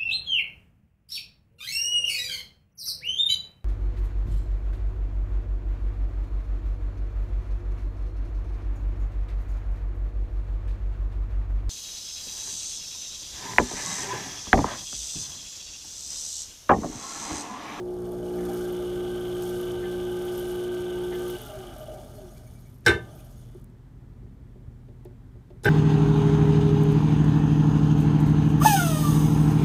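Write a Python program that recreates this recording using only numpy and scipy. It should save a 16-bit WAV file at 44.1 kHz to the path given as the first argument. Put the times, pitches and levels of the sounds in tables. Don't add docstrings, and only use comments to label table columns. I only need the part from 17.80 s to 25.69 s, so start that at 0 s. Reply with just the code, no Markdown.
import sys
import numpy as np
from scipy import signal
from scipy.fft import rfft, irfft, next_fast_len
from scipy.io import wavfile

SR = 44100
rng = np.random.default_rng(int(sys.argv[2]) if len(sys.argv) > 2 else 0)


def store_wav(level_fs):
    pcm = np.round(np.clip(np.atleast_2d(level_fs), -1, 1) * 32767)
    wavfile.write(sys.argv[1], SR, pcm.T.astype(np.int16))


def boost(x):
    u = np.asarray(x, float) / 20
    return 10 ** u


N = 347949

# frequency in Hz, level in dB per Hz.
ROOM_SPECTRUM = [(30, -8), (50, -0.5), (75, 0), (100, -2), (140, -4), (180, -7), (260, -11.5), (300, -17.5),
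                 (370, -15.5), (500, -25), (650, -29.5), (900, -39)]
ROOM_DB = -48
# frequency in Hz, level in dB.
APPLIANCES = [(41.1, -51.5), (120, -50.5), (138, -61), (222, -66), (258, -63)]
# frequency in Hz, level in dB per Hz.
AIR_SPECTRUM = [(410, -28), (700, -5), (757, -1), (1990, -9), (2860, -16.5), (3140, -15), (4890, -20.5),
                (12000, -23.5), (15800, -28)]
AIR_DB = -69
# centre in Hz, width in Hz, lift in dB.
PORT_DIP = (10500, 500, -7)

# start in seconds, peak in dB, brightness in dB.
NUDGES = [
    (5.75, -37, -9),
    (6.428, -52, -2),
    (6.758, -52, 0),
    (7.086, -44.5, -1),
    (7.254, -35.5, -3.5),
    (7.309, -51.5, 2),
    (7.555, -48, -0.5),
    (7.704, -38.5, -2),
]
# frequency in Hz, level in dB, T60 in seconds.
NUDGE_MODES = [(362.6, 2.5, 0.14), (410, -13, 0.17), (453, -17, 0.15), (587, -7.5, 0.16), (700, -17, 0.092),
               (870, -12, 0.054), (1770, -29, .05), (2600, -19, .008), (4500, -19.5, .006)]
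# start in seconds, peak in dB, centre in Hz.
SCUFFS = [
    (7.084, -63, 2015),
    (7.252, -55, 2400),
    (7.702, -57.5, 2010),
]
SCUFF_S = 0.0055

# start in seconds, panel level in dB, low body level in dB, bright level in dB.
PEDAL_CONTACTS = [(5.052, -47, -43, -58), (5.0626, -12.5, -16.5, -17.5), (5.0664, -14.5, -15, -41),
                  (5.072, -9.5, -21, -40), (5.0793, -16, -15.5, -24), (5.0933, -20.5, -23.5, -31),
                  (5.1108, -33, -32, -41), (7.8342, -55, -34, -55), (7.8456, -30, -26, -32.5),
                  (7.855, -17.5, -14, -43), (7.8628, -29, -21, -36.5), (7.869, -35, -24, -43),
                  (7.879, -22, -32, -43)]
# band centre in Hz, level in dB, T60 in seconds.
CRASH_BANDS = [(130, -24, 0.48), (394, -18.5, 0.36), (900, -22.5, 0.076), (1700, -13, 0.18),
               (3300, -26, 0.22), (4870, -17, 0.21), (7990, -22, 0.2017), (6300, -11.5, 0.037),
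               (12000, -15.5, .035), (12000, -38, .17)]
# level in dB, T60 in seconds.
BODY_HZ = [75, 114, 205, 242, 343, 402, 462, 430, 624, 786, 825, 870, 964]
BODY_RING = [(-21.5, 0.37), (-13, 0.33), (-20.5, 0.35), (-31, 0.44), (-12.5, 0.3), (-9, .3), (-13, 0.22),
             (-24, 0.17), (-29.5, 0.32), (-25, .2), (-15, .19), (-24, 0.22), (-29.5, 0.28)]
PANEL_HZ = [1200, 1310, 1514, 1545, 1580, 1754, 1927, 2060, 2119, 2223, 2703, 3009]
PANEL_RING = [(-19, .35), (-21, .1), (-2.5, .2), (-3, 0.2486), (3, 0.092), (-9, 0.25), (-24, .2),
              (-14.5, .12), (-13.5, .25), (-23, .2), (-13, .2), (-17.5, 0.21)]
BRIGHT_HZ = [1720, 3560, 3623, 3740, 3960, 4102, 4610, 4872, 5270, 5556, 5852, 6280, 8100]
BRIGHT_RING = [(6, .04), (-2.5, 0.14), (-6, 0.22), (-0.5, .05), (-2, .04), (-17, .18), (-16.5, 0.26),
               (-18, .16), (2.5, 0.016), (-5.5, .05), (-19.5, 0.17), (-15, .06), (-6.5, 0.061)]
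BODY_RISE_S, PANEL_RISE_S, BRIGHT_RISE_S = 0.003, 0.0015, 0.0004
DAMP_S, DAMP_DB = 5.215, -3
CHATTER_DB, CHATTER_PER_S = 3.5, 40
# start in seconds, peak in dB, centre in Hz.
SCRAPES = [
    (5.04, -58, 1920),
    (5.048, -46, 5000),
    (5.052, -50, 8980),
    (7.833, -39, 5200),
    (7.834, -48, 10000),
    (7.842, -46, 9500),
    (7.846, -46, 6000),
    (7.85, -46, 10000),
]
SCRAPE_S = 0.007
# start in seconds, peak in dB, centre in Hz.
PIVOT_SQUEAKS = [
    (7.834, -38, 10150),
    (7.848, -42, 12900),
    (7.8525, -31, 11850),
    (7.8585, -37, 12000),
]

# start in seconds, peak in dB.
DRIVE_KNOCKS = [
    (0.585, -45),
    (0.625, -49),
    (0.661, -55),
    (2.0258, -40),
    (3.3191, -36),
]
# frequency in Hz, level in dB, T60 in seconds.
KNOCK_MODES = [(366, 12, .08), (1734, -3, 0.3), (2050, -5, 0.094), (2090, -9, 0.14)]
# start in seconds, peak in dB.
SLAPS = [(.294, -45), (.422, -41), (.559, -40), (.7, -40), (.981, -46), (1.379, -47), (1.481, -49),
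         (1.554, -46), (1.798, -51), (2.825, -44.5), (2.995, -54), (3.69, -40), (3.73, -35.5), (3.96, -39),
         (4.003, -39), (4.03, -40), (4.082, -36), (4.11, -45), (4.141, -55), (4.19, -42), (4.235, -46),
         (4.379, -40.5), (4.41, -42.5), (4.644, -54)]
# frequency in Hz, level in dB, T60 in seconds.
SLAP_MODES = [(588, -9, 0.22), (621, -1, 0.23), (636, -7, 0.18)]
# start in seconds, peak in dB,
# centre in Hz.
LATE_CREAKS = [(1.6334, -38, 7560), (1.7047, -43, 6220), (4.9187, -60, 11300), (4.929, -57, 12000),
               (4.937, -57, 12500), (4.943, -58, 12000), (4.957, -57, 12000), (4.974, -57, 12000),
               (4.9482, -53, 11200), (4.9816, -55, 12000), (5.0055, -55, 12300), (5.037, -64, 12200),
               (5.2752, -58, 11500), (5.3994, -53, 8200), (5.4468, -55, 11600), (5.7443, -56.5, 9290)]
# start in seconds, peak in dB, centre in Hz.
SNAPS = [
    (5.7109, -54, 10070),
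    (5.7967, -50.5, 12470),
    (5.8144, -53, 12600),
    (5.8184, -56, 11500),
    (5.8426, -44.5, 12000),
    (5.899, -60, 8270),
    (7.0834, -68, 7280),
    (7.2494, -46, 11240),
    (7.6994, -65, 9970),
]
CREAK_S, SNAP_S = 0.0024, 0.0012
# start in seconds, peak in dB, centre in Hz.
SWISHES = [(4.0, -47, 12500), (4.35, -53, 12500), (4.53, -52, 12400), (4.66, -57, 12800),
           (4.725, -58, 12300), (4.795, -57, 12300), (4.865, -60, 12300), (4.89, -60, 12300),
           (4.93, -63, 12900), (5.35, -50, 12300), (5.385, -51, 12300), (5.44, -54, 12160),
           (5.5, -57, 12600), (5.52, -58, 6550), (5.565, -61, 12500), (5.62, -63, 6550)]
SWISH_S = 0.013
# start in seconds, peak in dB, centre in Hz.
GUARD_RUBS = [(4.3, -59, 6500), (4.4, -61, 6500), (4.47, -59, 5940), (4.5, -55, 6550), (4.66, -60, 6500),
              (4.73, -63, 6500), (4.82, -61, 6550), (5.22, -62, 6500), (5.3, -59, 6300), (5.38, -58, 6550),
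              (5.56, -60, 6480), (4.33, -56, 9500), (4.5, -57, 9400), (4.66, -58, 9500), (4.74, -60, 9500),
              (5.3, -58, 9600), (5.4, -58, 9600), (5.57, -57.5, 9700), (5.1, -59, 9700), (5.12, -60, 11600),
              (5.3, -60, 3200), (5.38, -60, 2500)]
# start in seconds, peak in dB, centre in Hz.
PANEL_SWELLS = [(.4, -51, 1540), (.72, -44, 1560), (.79, -41, 1540), (.84, -41, 1560), (.55, -41, 830),
                (.68, -37, 780), (0.68, -36, 785), (.97, -43, 850), (.82, -36, 615), (.88, -37, 570),
                (3.7, -41, 780), (3.8, -41, 770), (3.3, -44, 800), (3.3, -45, 760), (3.65, -43, 1390),
                (3.82, -47, 1230), (3.55, -41, 610), (3.62, -43, 600), (4.55, -57, 2300), (4.65, -59, 2250),
                (4.75, -59, 2300), (4.85, -60, 2250), (3.98, -46, 450)]
RUB_S = 0.04
# place in laps, peak in dB, centre in Hz.
WORN_SPOTS = [(.1, -34.5, 11300), (.19, -50, 12000), (.256, -34, 13000), (.295, -37, 12500),
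              (.335, -35, 12500), (0.366, -38, 12000), (.392, -29.5, 12100), (0.416, -27.5, 12200),
              (.458, -50, 12500), (.508, -35, 11500), (.545, -33, 11600), (.59, -34, 12400),
              (.63, -48, 11500), (.68, -60.5, 11600), (.76, -57, 11600), (.795, -48, 11900),
              (.875, -44, 12000), (.965, -71, 11600)]
# creep in laps, grip in dB.
LAPS = [
    (0, -9),
    (-.012, -6),
    (-.008, -3),
    (-.008, -2),
    (-.008, -2),
    (0.001, -22.5),
]
SPOT_SPREAD_DB, SPOT_WANDER = 2.5, 0.0022
TURNS_PER_LAP, LAP_START = 25.68, -0.063
STIFF_AT, STIFF_WIDTH, STIFF_DB = 0.42, 0.31, 5.5
FLECK_DB, FLECK_SPREAD_DB, FLECK_S = -53, 6.5, 0.0033
FLECK_GLIDE, FLECK_ROUGH = 0.1, 0.5

# time in seconds, speed in turns per second.
ROTOR_SPEED = [(0, 9), (.4, 16.5), (.75, 23.95), (1.0, 26.6), (1.3, 27.9), (1.6, 28.12), (1.85, 28.35),
               (2.2, 28.5), (3.555, 28.5), (3.65, 26.3), (3.8, 23.6), (4.0, 19.9), (4.43, 11.9),
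               (5.05, 1.5), (5.35, 6), (5.9, .5), (8, .5)]
TOP_SPEED = 28.5
SHOVE_S, SHOVE_HOLD_S = 5.1, 0.26
# full-speed level in dB, steepness, level after the jolt in dB, its fade in dB per s.
BELT_LAW = (-55.5, 0.99, -69, 28)
WHINE_LAW = (-56, 3, -95, 30)
RUMBLE_LAW = (-50, 1.5, -55.5, 46)
BOUNCE_LAW = (-54, 3.5, -67, 25)
BRUSH_LAW = (-60, 1.0, -75, 30)
DRUM_LAW = (-55.5, 2, -61, 59)
# turns per s, width, lift in dB.
CRITICAL = (15.5, 12, 15)
JUDDER = (22.5, 7, 6)
WHINE_LOCK = (28.5, 1.4, 7.5)
LOAD_DB, SHAKE_BELOW_DB = -44.5, -4.5
# frequency in Hz, level in dB per Hz.
RUMBLE_SPECTRUM = [(150, -12), (250, 0), (400, -6.5), (510, -14.5), (560, -3.5), (650, -2.5), (800, -4.5),
                   (950, -13.5), (1050, -28)]
SHIELD_SPECTRUM = [(560, -39.5), (950, -8.5), (1010, -10), (1200, -4.5), (1410, -5.5), (1530, 0.5),
                   (1850, -17), (2500, -15.5), (3250, -43.5), (5500, -120)]
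BRUSH_SPECTRUM = [(1240, -44), (2100, -6), (2270, -15.5), (2510, -12.5), (2980, -2), (3530, -3),
                  (4120, -17), (4800, -20), (6240, -44.5), (10600, -120)]
BELT_SPECTRUM = [(2530, -26.5), (4300, -5.5), (5130, -2.5), (6530, -2.5), (7170, -6), (9540, -2),
                 (10500, -5.5), (11800, -4), (15300, -11), (16000, -18.5)]
# centre in Hz, width in Hz, lift in dB.
HOUSING = [(368, 54, 7.5), (452, 45, 11), (575, 17, 9.5), (617, 14, 12), (685.6, 14, 4), (775, 23, 7.5),
           (1208.5, 55, 10.5), (1362, 38, 7.5), (2292, 77, 6.5), (2700, 240, 2), (2936, 60, 9),
           (3056, 80, 6), (3300, 130, 5.5), (3510, 200, 7.5), (3900, 110, 8), (4310, 82, 7.5),
           (6550, 220, 3.5), (9620, 480, 4.5), (10520, 330, -8), (11600, 170, 6), (14760, 120, 8)]
# centre in Hz, width in Hz, lift in dB.
DRUM_PANEL = (617, 220, 11)
WHINE_HZ, WHINE_WIDTH_HZ = 1545, 60
SLOT_DB, COMMUTATOR_DB, PULLING_DB = -61.5, -62, -1.5
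# centre in Hz, width in Hz, lift in dB.
TONE_PANELS = [(377, 24, 19), (355, 18, 16), (425, 40, 12), (635, 37, 7.5), (880, 30, 1), (790, 60, 5)]
BALLS_PER_TURN = 2.463
RACE_ORDERS = [52.67, 53.67, 54.67, 55.67, 56.14]
RACE_DB = [-82, -85, -84, -91, -86]
# centre in Hz, width in Hz, lift in dB.
RACE_PANEL = (1545, 150, 27)
BOUNCE_AT_S, BOUNCE_DB, BOUNCE_HZ, BOUNCE_SPREAD = 2.392, -41, 2930, 0.06

MAINS_HZ = 60
# multiple of mains, level in dB.
HUM_ORDERS = [(1, -19), (2, -33.5), (3, -11), (4, -16), (5, -15), (6, 1.5), (7, -15.5), (8, -16.5),
              (9, -24.5), (10, -48), (11, -24.5), (12, -62), (13, -24.5), (14, -26.5), (15, -30), (16, -69),
              (17, -41.5), (18, -37), (19, -34.5), (20, -33.5)]
# time in seconds, hum in dB, extra level of the lowest orders under load in dB.
CURRENT = [
    (0.0, -34.5, -17.5),
    (0.31, -35, -13),
    (0.39, -37, -8),
    (0.48, -33.5, -11.5),
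    (0.59, -32, -11),
    (1.03, -32, -17),
    (1.33, -32.5, -16.5),
    (3.459, -32.5, -17),
    (3.54, -34.5, -16.5),
]
POWER_OFF_S, HUM_T60_S = 3.555, 0.085
LOW_CUT_HZ, TOP_CUT_HZ, CEILING = 36, 16250, 1.3


def rms_one(x):
    return x / np.sqrt(np.mean(x ** 2) + 1e-20)


def in_time(rows, off_db=-110):
    s, *columns = np.transpose(rows)
    return [np.interp(np.arange(N) / SR, s, c, right=off_db) for c in columns]


def drift(rate):
    r = np.exp(-80 * np.pi * rate / SR)
    slow = signal.lfilter([1], [1, -2 * r, r * r], rng.standard_normal(N // 40 + 2002))[2000:]
    return np.interp(np.arange(N) / 40, np.arange(len(slow)), rms_one(slow))


def bump(x, centre, width, peak_db):
    return peak_db / (1 + ((x - centre) / width * 2) ** 2)


def coloured(source, spectrum, peaks=()):
    size = next_fast_len(N)
    hz = np.arange(size // 2 + 1) * SR / size + 1
    points_hz, points_db = np.array(spectrum).T
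    db = np.interp(np.log(hz), np.log(points_hz), points_db, left=-90, right=-90)
    for peak in peaks:
        db = db + bump(hz, *peak)
    return rms_one(irfft(rfft(source, size) * boost(db), size)[:N])


def gritty(rate, depth_db):
    return rng.standard_normal(N) * boost(depth_db * drift(rate))


def band_noise(noise, low_hz, high_hz):
    edges = [low_hz, min(high_hz, 17000)]
    return rms_one(signal.sosfilt(signal.butter(2, edges, "band", fs=SR, output="sos"), noise))


def rings(times, levels_db, modes, spread_db, rise_s):
    first = int(min(times) * SR)
    at = (np.array(times) * SR).astype(int) - first
    luck = rng.standard_normal((len(at), 2, len(modes)))
    out = []
    for k, (hz, mode_db, t60) in enumerate(modes):
        clicks = np.full(N - first, 1e-18)
        clicks[at] = boost(levels_db + mode_db + spread_db * luck[:, 0, k]) * np.sign(luck[:, 1, k])
        w = 2 * np.pi * hz / SR
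        r = boost(-60 / (np.clip(t60, 0.004, 0.6) * SR))
        q = np.exp(-1 / (rise_s * SR))
        g = (1 - q * q) / 2
        ring = [0, np.sin(w), 0, 1, -2 * r * np.cos(w), r * r]
        rise = [g, 0, -g, 1, -2 * q * np.cos(w), q * q]
        out.append(signal.sosfilt([ring, rise], clicks))
    return out


def strike(times, levels_db, modes, spread_db, rise_s=0.0004):
    ring = sum(rings(times, levels_db, modes, spread_db, rise_s))
    return np.pad(ring, (N - len(ring), 0))


def creaks(table, length_s, width):
    out, size = np.zeros(N), 3072
    t = np.arange(size) / SR
    shape = t / length_s * np.exp(1 - 1.4 * t / length_s) * 3.0
    for (s, peak_db, hz), noise in zip(table, rng.standard_normal((len(table), size))):
        burst = boost(peak_db - 16.5) * band_noise(noise, hz / (1 + width), hz * (1 + width)) * shape
        add_to = out[int(s * SR):int(s * SR) + size]
        add_to += burst[:len(add_to)]
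    return out


def squeaks(table, length_s):
    out, t = np.zeros(N + 1024), np.arange(1024) / SR
    luck = rng.standard_normal((len(table), 2))
    wobbles = rng.standard_normal((len(table), 16))
    for (s, peak_db, hz), (glide, stretch), wobble in zip(table, luck, wobbles):
        u = t / (length_s * np.exp(0.35 * stretch))
        pitch = hz * (1 + FLECK_GLIDE * (glide - 0.5) * (u - 1))
        phase = 2 * np.pi * np.cumsum(pitch) / SR + FLECK_ROUGH * np.interp(t, t[::64], wobble)
        out[int(s * SR):][:len(t)] += boost(peak_db - 8.5) * u * np.exp(1 - u * u) * np.sin(phase)
    return out[:N]


def rotor():
    speed, = in_time(ROTOR_SPEED)
    turns = np.cumsum(speed) / SR
    return speed, turns, LAP_START + turns / TURNS_PER_LAP


def workshop():
    t = np.arange(N) / SR
    tones = sum(boost(db + 1.2 * drift(2.1)) * np.sin(2 * np.pi * hz * t) for hz, db in APPLIANCES)
    hiss = boost(AIR_DB) * coloured(rng.standard_normal(N), AIR_SPECTRUM, [PORT_DIP])
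    return boost(ROOM_DB) * coloured(gritty(6.2, 1.0), ROOM_SPECTRUM) + hiss + np.sqrt(2) * tones


def foot_nudges():
    s, peak_db, bright_db = np.transpose(NUDGES)
    body = strike(s, peak_db - 2.5, NUDGE_MODES[:3], 2.2)
    bright = strike(s, peak_db + bright_db - 3.5, NUDGE_MODES[3:], 0.96)
    return body + bright + creaks(SCUFFS, SCUFF_S, width=0.96)


def pedal_bangs():
    s, panel_db, body_db, bright_db = np.transpose(PEDAL_CONTACTS)
    rows = rings(s, panel_db - 5.0, np.c_[PANEL_HZ, PANEL_RING], 1.2, PANEL_RISE_S)
    t = s[0] + np.arange(len(rows[0])) / SR
    damped = boost(DAMP_DB * np.clip((t - DAMP_S) * 50, 0, 1) * (t < 7))
    body = rings(s, body_db + 4.5, np.c_[BODY_HZ, BODY_RING], 2.2, BODY_RISE_S)
    rows += [damped * row for row in body]
    rows += rings(s, bright_db - 3.0, np.c_[BRIGHT_HZ, BRIGHT_RING], 1.9, BRIGHT_RISE_S)
    chatter = boost(CHATTER_DB * (drift(CHATTER_PER_S) - 0.3))
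    ringing = sum(row * chatter[5000 * k:][:len(t)] for k, row in enumerate(rows))
    out = np.pad(ringing, (N - len(t), 0))
    first = int(s[0] * SR) - 2000
    for hz, band_db, t60 in CRASH_BANDS:
        hit_db = body_db if hz < 1000 else panel_db if hz < 2500 else bright_db
        power = np.full(N - first, 1e-18)
        power[(s * SR).astype(int) - first] = boost(hit_db) ** 2
        swell = np.exp(-hz / (2.5 * SR))
        decay = boost(-120 / (t60 * SR))
        power = signal.sosfilt([1 - swell, 0, 0, *np.convolve([1, -swell], [1, -decay])], power)
        band = band_noise(rng.standard_normal(N - first), hz / 1.42, hz * 1.42)
        out[first:] += boost(band_db) * band * np.sqrt(np.abs(power))
    return out + creaks(SCRAPES, SCRAPE_S, width=0.6)


def belt_knocks():
    out = strike(*np.transpose(SLAPS), SLAP_MODES, 3.1, rise_s=0.0032)
    s, peak_db = np.transpose(DRIVE_KNOCKS)
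    out += creaks([(a, db + 0.5, 1850) for a, db in DRIVE_KNOCKS], 0.0074, width=0.14)
    out += strike(s, peak_db - 13.0, KNOCK_MODES, 1.4)
    return out + strike(s + 0.012, peak_db - 7.0, KNOCK_MODES, 1.7)


def slowing_belt():
    out = creaks(SNAPS, SNAP_S, width=0.55) + creaks(LATE_CREAKS + PIVOT_SQUEAKS, CREAK_S, width=0.085)
    out += creaks(GUARD_RUBS[:11], RUB_S / 2, width=0.035)
    out += creaks(GUARD_RUBS[11:], RUB_S / 2, width=0.05)
    return out + creaks(SWISHES, SWISH_S, width=0.13)


def worn_spots():
    lap = rotor()[2]
    luck = rng.standard_normal((len(LAPS), len(WORN_SPOTS), 3))
    rows = []
    for k, (creep, grip_db) in enumerate(LAPS):
        for (place, db, hz), (a, b, c) in zip(WORN_SPOTS, luck[k]):
            at = k - 1 + place + creep + SPOT_WANDER * a
            if lap[0] < at < 4.28:
                level_db = db + grip_db + SPOT_SPREAD_DB * b
                rows.append((np.searchsorted(lap, at) / SR, level_db, hz * (1 + 0.025 * c)))
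    return rows


def flecks(count):
    lap = rotor()[2]
    which, pitch = rng.random((2, count))
    place, strength = rng.standard_normal((2, count))
    k = (which * 5).astype(int)
    at = np.abs(k + STIFF_AT + 0.15 * place)
    db = FLECK_DB + np.array(LAPS)[k + 1, 1] + FLECK_SPREAD_DB * strength
    rows = zip(np.searchsorted(lap, at) / SR, db, 5500 * 2.7 ** np.sqrt(pitch))
    return [row for row, lap_at in zip(rows, at) if lap_at < 4.41]


def belt_creaks():
    spots = worn_spots()
    out = boost(-3.0) * creaks(spots, CREAK_S, width=0.1) + boost(-7.0) * squeaks(spots, 0.0033)
    return out + squeaks(flecks(count=360), FLECK_S)


def brush_bounces():
    speed, turns, _ = rotor()
    landings = np.arange(5, 104) + turns[int(BOUNCE_AT_S * SR)] % 1
    luck = rng.standard_normal((len(landings), 3))
    at = np.searchsorted(turns, landings + 0.07 * luck[:, 0])
    db = BOUNCE_DB + 2.3 * luck[:, 1] + 25 * np.log10(speed[at] / TOP_SPEED)
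    rows = list(zip(at / SR, db, BOUNCE_HZ * (1 + BOUNCE_SPREAD * np.abs(luck[:, 2]))))
    return creaks(rows, 0.0052, width=0.034)


def race():
    speed, turns, _ = rotor()
    wobble = 0.6 * drift(3)
    out = 0
    for k, (order, db) in enumerate(zip(RACE_ORDERS, RACE_DB)):
        gain_db = db + bump(order * speed, *RACE_PANEL) + 2 * drift(4)
        phase = 2 * np.pi * order * turns + wobble + 0.4 * drift(6) + k * k
        out = out + np.sqrt(2) * boost(gain_db) * np.sin(phase)
    return speed / TOP_SPEED * out


def bearing(turns, speed, slip, load_db, spread_s):
    passes = np.floor(BALLS_PER_TURN * turns + slip * drift(27))
    clicks = np.diff(np.maximum.accumulate(passes), prepend=0) * np.sqrt(np.maximum(speed, 0))
    clicks = clicks * boost(load_db * np.cos(2 * np.pi * turns) + 2.8 * rng.standard_normal(N))
    t = np.arange(2048) / SR
    casting = rng.standard_normal(len(t)) * np.exp(-t / spread_s) * (1 - np.exp(-t / 0.0027))
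    return rms_one(signal.fftconvolve(clicks, casting)[:N])


def rubbing(slow_db, top_db, steep, shove_db, fade):
    t = np.arange(N) / SR - SHOVE_S
    jolt = (t > 0) * boost(shove_db - fade * np.maximum(t - SHOVE_HOLD_S, 0))
    return np.hypot(boost(top_db + steep * slow_db), jolt)


def turning():
    speed, turns, lap = rotor()
    powered = np.clip(1 - (np.arange(N) / SR - POWER_OFF_S) / HUM_T60_S, 0, 1)
    slow_db = 20 * np.log10(speed / TOP_SPEED)
    moving = np.clip(speed - 0.5, 0.003, 1)
    judder_db = bump(speed, *JUDDER)
    shake = rubbing(np.minimum(slow_db - SHAKE_BELOW_DB, 0), *RUMBLE_LAW)
    shake = moving * np.hypot(shake, boost(LOAD_DB) * powered * (1 - speed / TOP_SPEED))
    boom = moving * rubbing(slow_db, *DRUM_LAW) * boost(bump(speed, *CRITICAL))
    rub = moving * np.hypot(rubbing(slow_db, *BOUNCE_LAW), rubbing(slow_db, *BRUSH_LAW))
    stiff_db = bump(lap % 1, STIFF_AT, STIFF_WIDTH, STIFF_DB)
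    drag = moving * rubbing(slow_db + stiff_db, *BELT_LAW)
    sing_db = bump(speed, *WHINE_LOCK) + powered * judder_db + 0.7 * drift(4)
    sing = moving * rubbing(slow_db, *WHINE_LAW) * boost(sing_db)
    shield_gain = shake ** 0.45 * rub ** 0.6 * boost((0.84 + 0.44 * powered) * judder_db)
    clicks = bearing(turns, speed, slip=0.012, load_db=4.5, spread_s=0.010)
    throb = boost(3 * np.cos(2 * np.pi * (turns + 0.1)))
    rumble = coloured(gritty(25, 1.1) + 0.4 * clicks, RUMBLE_SPECTRUM, HOUSING)
    shield = coloured(gritty(80, 1.5) + 0.12 * clicks, SHIELD_SPECTRUM, HOUSING)
    drum = coloured(gritty(14, 1.5) + 0.3 * clicks, RUMBLE_SPECTRUM, [DRUM_PANEL])
    brush = coloured(throb * gritty(120, 1.8) + 0.7 * clicks, BRUSH_SPECTRUM, HOUSING)
    belt = coloured(gritty(60, 1.3) * boost(2 * drift(300)), BELT_SPECTRUM, HOUSING)
    whine_peak = (WHINE_HZ, WHINE_WIDTH_HZ, 30)
    whine = coloured(rng.standard_normal(N), [(1300, -18.5), (1800, -25.5)], [whine_peak])
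    out = boost(0.36) * shake * rumble + boost(-0.6) * shield_gain * shield + boom * drum
    out += rub * brush + drag * belt + boost(-15) * sing * whine
    for order, tone_db in ((16, SLOT_DB), (32, COMMUTATOR_DB)):
        panels_db = sum(bump(order * speed, *panel) for panel in TONE_PANELS)
        gain_db = tone_db + slow_db + PULLING_DB * powered + panels_db
        phase = 2 * np.pi * order * turns + 0.19 * drift(25)
        out += np.sqrt(2) * boost(gain_db + 0.7 * drift(20)) * np.sin(phase)
    return out + creaks(PANEL_SWELLS, RUB_S / 2, width=0.025)


def hum():
    t = np.arange(N) / SR
    level_db, load_db = in_time(CURRENT + [(4, *CURRENT[-1][1:])])
    level_db = level_db - 60 * np.maximum(t - POWER_OFF_S, 0) / HUM_T60_S
    out = 0
    for k, order_db in HUM_ORDERS:
        gain_db = order_db + (load_db + 15.0) * (k <= 4)
        gain_db = gain_db + (load_db + 16.0) * 0.73 * (k in (5, 7, 8, 11, 13, 14))
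        gain_db = gain_db + (0.23 + 0.11 * abs(order_db)) * drift(4.0)
        phase = k * MAINS_HZ * t + 0.173 * (k - 2) ** 2
        out = out + boost(gain_db) * np.sin(2 * np.pi * phase)
    return np.sqrt(2) * boost(level_db) * out


def scene():
    out = workshop() + foot_nudges() + pedal_bangs()
    out += belt_knocks() + slowing_belt() + belt_creaks()
    out += brush_bounces() + race() + turning() + hum()
    return out[None]


def roll_off(x):
    return signal.sosfilt(signal.butter(12, 16620, fs=SR, output="sos"), x)


def record(dry):
    dry = signal.sosfilt(signal.butter(4, LOW_CUT_HZ, "high", fs=SR, output="sos"), dry)
    dry = CEILING * np.tanh(dry / CEILING)
    dry = signal.sosfilt(signal.cheby2(12, 50, TOP_CUT_HZ, fs=SR, output="sos"), dry)
    return roll_off(dry)


dry = scene()
out = record(dry)
store_wav(out)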